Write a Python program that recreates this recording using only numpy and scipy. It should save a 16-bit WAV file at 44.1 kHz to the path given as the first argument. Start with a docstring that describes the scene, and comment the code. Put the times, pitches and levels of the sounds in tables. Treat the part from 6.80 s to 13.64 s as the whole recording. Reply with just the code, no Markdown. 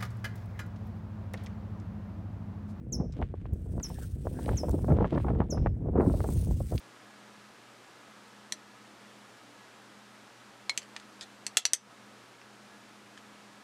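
"""A paintbrush knocks against a hard palette and a water pot on a desk, close to the microphone.
Each contact is a short crack with a few quickly damped rings; some have a dull thump under them, and twice
the brush slides on the rim. A brief noisy decay follows each click, then a faint dull tail. A fan and
mains hum run underneath, and the recorder's limiter ducks them after the hardest clicks."""
import sys
import numpy as np
from scipy import signal
from scipy.fft import rfft, irfft, next_fast_len
from scipy.io import wavfile
from scipy.ndimage import uniform_filter1d

SR = 44100
rng = np.random.default_rng(int(sys.argv[2]) if len(sys.argv) > 2 else 0)


def unload_audio(sound):
    """Save the sound as a 16-bit wav file, at the path given as the first command line argument."""
    columns = np.transpose(np.atleast_2d(sound))
    # keep every value between -1 and 1, then stretch to whole-number steps
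    steps = np.round(np.clip(columns, -1, 1) * 32767)
    wavfile.write(sys.argv[1], SR, steps.astype(np.int16))


N = 301485
T = np.arange(N) / SR

# Colour of the contact crack. Each row: frequency in Hz, relative gain in dB.
CRACK_COLOUR = [(120, -29), (320, -3.5), (550, -10.5), (1100, -10), (2000, -2), (4200, -1.5), (8000, 2),
                (11000, -4), (13500, -14), (15500, -20)]


def brush_clicks(crack_t60_s=.019, second_ring_db=-3, radiate_hz=550):
    """Each contact cracks, shakes the palette and sets off two rings at the spot that is hit."""
    # Each row: start in seconds, level in dB, treble cutoff in Hz, palette against crack in dB,
    # main ring in Hz, rings against crack and palette in dB, main ring's t60 in seconds, second ring in Hz.
    contacts = [ (1.7228, -24, 10600, -7, 5970, 0, 0.012, 4200),
                (3.8953, -19.5, 6900, -2.5, 2212, 2, 0.057, 4140),
                (3.9759, -22, 8050, -6, 5900, -4.5, .007, 4570),
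                (4.019, -47, 6500, 0, 4400, -5, .020, 3100), (4.029, -49.5, 6500, -6, 3100, -1, .020, 4400),
                (4.1634, -32.5, 3200, -20, 1870, -4, 0.021, 2360),
                (4.1990, -46, 5500, -4, 1850, -7, .015, 3800), (4.41, -36, 5500, -13, 4830, 0, .013, 3780),
                (4.6660, -25, 8500, -9, 4330, -1.5, .013, 6200),
                (4.7706, -.5, 11600, -8, 6480, -6.5, 0.013, 8120),
                (4.7768, -21.5, 10000, -11, 2070, -2, .014, 6760),
                (4.8531, -8.5, 8700, -2.5, 5850, 1.5, 0.015, 4300),
                (4.855, -35, 8500, -7, 6200, -3, .010, 7900),
                (4.934, -4, 11800, -8, 6050, 5.5, .0057, 8100),
                (5.6150, -48, 2800, -7, 2660, -2, .060, 2420), (6.3762, -44, 4500, -2, 1740, 8, .020, 3120)]
    out, t = np.zeros(N), T[:SR // 8]
    force = press(t)
    bass_cut = signal.butter(1, radiate_hz, "high", fs=SR, output="sos")  # small things radiate little bass
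    for s, db, bright_hz, palette_db, main_hz, ring_db, t60, second_hz in contacts:
        crack = unit(colour(rng.standard_normal(len(t)) * force * fade(t, crack_t60_s), CRACK_COLOUR))
        body = crack + undb(palette_db) * unit(force * palette(t))
        body = unit(soften(body, bright_hz))
        rings = unit(force * ring(t, main_hz, t60))
        rings += undb(second_ring_db) * unit(force * ring(t, second_hz, t60 / 2))
        click = signal.sosfilt(bass_cut, body + undb(ring_db) * rings)
        add(out, s, short_wash(hit_level(click, db)))
    return out


def press(t, rise_s=.000092):
    """The contact force takes a moment to build."""
    return 1 - np.exp(-t / rise_s)


def palette(t, scatter_db=2):
    """The palette rings; each point of contact weights its modes differently."""
    # Each row: frequency in Hz, relative level in dB, t60 in seconds.
    modes = [(1920, 4, 0.01), (2220, -10.5, 0.02), (2660, -1, 0.015), (3405, 7, 0.0084), (4280, 5.5, 0.033),
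             (4520, 5, 0.0099), (5700, -24, 0.011), (6970, -7.5, 0.008), (6470, -3, 0.0092), (7400, 1, .02),
             (7430, 7, 0.0031), (9760, -25, 0.0091), (10320, -36, 0.022)]
    weights = undb(scatter_db * rng.standard_normal(len(modes))) * rng.choice([-1, 1], len(modes))
    return unit(sum(w * undb(db) * ring(t, hz, t60) for w, (hz, db, t60) in zip(weights, modes)))


def low_thumps():
    """A short, dull low thump sounds under some of the hardest clicks."""
    # Each row: start in seconds, level in dB, frequency in Hz, t60 in seconds.
    thumps = [(1.7241, -47, 200, 0.0077), (3.8949, -35.5, 910, 0.0056), (4.7712, -28, 372, 0.039),
              (4.8560, -38, 910, 0.013), (4.934, -31, 110, 0.0038)]
    out, t = np.zeros(N), T[:SR // 8]
    for s, db, hz, t60 in thumps:
        thump = np.gradient(press(t) * ring(t, hz, t60))  # the slope leaves no net push of air
        add(out, s, short_wash(hit_level(thump, db)))
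    return out


def rim_scrapes(bright_hz=5500, grit_db=4, palette_db=-4):
    """The brush slides on the rim: dense tiny slips swell quickly and die away, ringing the palette."""
    # Each row: start in seconds, length in seconds, level in dB.
    slides = [(4.41, 0.052, -49.5), (6.372, 0.027, -61)]
    out = np.zeros(N)
    for s, length, db in slides:
        n = int(length * SR)
        size, slip = rng.standard_normal((2, SR // 8))[:, :n]
        pressure = np.sin(np.pi * np.sqrt(np.arange(n) / n)) ** 2
        slips = slip * undb(grit_db * size) * pressure
        ringing = signal.fftconvolve(slips, palette(T[:n]))[:n]
        scrape = unit(colour(slips, CRACK_COLOUR)) + undb(palette_db) * unit(ringing)
        add(out, s, level(soften(scrape, bright_hz), db))
    return out


def short_wash(x, wash_db=-9, build_s=.003, t60=.06):
    """A brief noisy decay follows a hit, different each time."""
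    t = T[:SR // 8]
    wash = rng.standard_normal(len(t)) * (1 - np.exp(-(t / build_s) ** 2)) * fade(t, t60)
    return x + undb(wash_db) * signal.fftconvolve(x, unit(wash))[:len(x)]


def dull_tail(x, tail_db=-25, dull_hz=4500, build_s=.005, t60=.16):
    """A faint, dull tail trails the close sounds."""
    t = T[:SR // 2]
    tail = soften(rng.standard_normal(len(t)), dull_hz) * (1 - np.exp(-t / build_s)) * fade(t, t60)
    return x + undb(tail_db) * signal.fftconvolve(x, unit(tail))[:N]


def fan_air(db=-55, waver_db=.26):
    """Smooth air noise of the fan and the room, wavering slightly."""
    # Each row: frequency in Hz, relative gain in dB.
    air_colour = [(20, -21), (40, -19), (85, -16), (108, -5), (145, -8), (185, -1.5), (240, 1.5), (400, -1),
                  (1350, -1.5), (1750, -4), (2100, -6), (5000, -12.5), (8500, -18), (12000, -26),
                  (15000, -36.5)]
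    air = level(colour(rng.standard_normal(N), air_colour), db)
    return air * undb(waver_db * walk(6))


def fan_drone(hz=206.7, wobble_rad=.55, rise_s=.03, fall_s=.013, rest_db=-87, trim_db=-1):
    """The fan's drone comes and goes: each spell rises quickly, holds and falls away."""
    # Each row: start in seconds, length in seconds, level in dB before the trim.
    spells = [(0.234, 0.5, -62), (1.283, 0.67, -62), (1.978, 0.17, -63), (2.199, 0.27, -61),
              (2.778, 0.038, -59), (2.949, 0.53, -62), (3.658, 0.056, -60), (3.793, 0.118, -61.5),
              (3.973, 0.84, -62), (5.011, 0.071, -57), (5.172, 0.22, -60), (5.633, 1.18, -61.5)]
    swell = np.full(N, undb(rest_db))
    for s, length, db in spells:
        rise, fall = (T - s) / rise_s, (s + length - T) / fall_s
        swell = np.maximum(swell, undb(db) * np.clip(.5 + np.minimum(rise, fall), 0, 1))
    return swell * level(np.sin(2 * np.pi * hz * T + wobble_rad * walk(13)), trim_db)


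def whines():
    """Faint tones of the mains and the fan casing, each a narrow band of noise."""
    # Each row: frequency in Hz, width in Hz, level in dB.
    tones = [(285, 6, -77), (318, 13, -75), (1279, 30, -71.5), (1682, 8, -73)]
    out = np.zeros(N)
    for hz, width, db in tones:
        drift = walk(width) + 1j * walk(width)
        out += level((drift * np.exp(2j * np.pi * hz * T)).real, db)
    return out


def mains_hum(hz=119.8, db=-70.5):
    """The mains hum on one low, steady tone."""
    return level(np.sin(2 * np.pi * hz * T), db)


def undb(db):
    """Decibels to gain."""
    return 10 ** (np.asarray(db) / 20)


def unit(x):
    """Scale to an energy of one."""
    return x / np.sqrt(np.sum(x ** 2))


def level(x, db):
    """Scale to an rms level."""
    return x * undb(db) / np.sqrt(np.mean(x ** 2))


def hit_level(x, db):
    """Scale a hit so that its energy, spread over 2 ms, has this rms level."""
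    return unit(x) * undb(db) * np.sqrt(SR * .002)


def fade(t, t60):
    """Exponential decay, 60 dB down at t60."""
    return np.exp(-np.log(1000) * t / t60)


def ring(t, hz, t60):
    """One struck mode of unit energy."""
    return unit(np.sin(2 * np.pi * hz * t) * fade(t, t60))


def colour(x, points):
    """Causal filter through (Hz, dB) points, built from the cepstrum of its log gain."""
    size = 2 * next_fast_len(len(x))
    hz, db = np.transpose(points)
    f = np.maximum(np.fft.rfftfreq(size, 1 / SR), 1)
    gain = undb(np.interp(np.log(f), np.log(hz), db))
    cepstrum = np.fft.irfft(np.log(gain))
    cepstrum[1:size // 2] *= 2
    cepstrum[size // 2 + 1:] = 0
    return irfft(rfft(x, size) * np.exp(rfft(cepstrum)))[:len(x)]


def soften(x, hz):
    """Roll off the treble above hz."""
    return signal.sosfilt(signal.butter(2, hz, fs=SR, output="sos"), x)


def walk(rate):
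    """Random drift with an rms of one, turning rate times a second."""
    k = int(SR / rate)
    steps = np.repeat(rng.standard_normal(N // k + 1), k)
    return level(uniform_filter1d(steps, k)[:N], 0)


def add(out, s, x):
    """Mix x in at s seconds."""
    i = int(s * SR)
    out[i:i + len(x)] += x[:N - i]


def scene():
    """One microphone close to the brush, with the fan and the hum behind."""
    brush = dull_tail(brush_clicks() + low_thumps() + rim_scrapes())
    background = fan_air() + fan_drone() + whines() + mains_hum()
    return (brush + background)[None]


def limiter(x, threshold_db=-11.5, release_db_per_s=55, ceiling=.6):
    """The gain drops at once on a loud millisecond and creeps back; peaks that get through are rounded."""
    power = uniform_filter1d(x ** 2, size=45)
    loud_db = 10 * np.log10(np.maximum(power, 1e-18))
    held_db = np.maximum.accumulate(loud_db + release_db_per_s * T, axis=-1) - release_db_per_s * T
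    gain = uniform_filter1d(undb(np.minimum(threshold_db - held_db, 0)), size=15)
    return ceiling * np.tanh(x * gain / ceiling)


def record(dry):
    """The recorder limits the hardest clicks and cuts the top above 15.5 kHz."""
    top_cut = signal.ellip(8, .2, 70, 15500, fs=SR, output="sos")
    return signal.sosfilt(top_cut, limiter(dry))


dry = scene()
out = record(dry)
unload_audio(out)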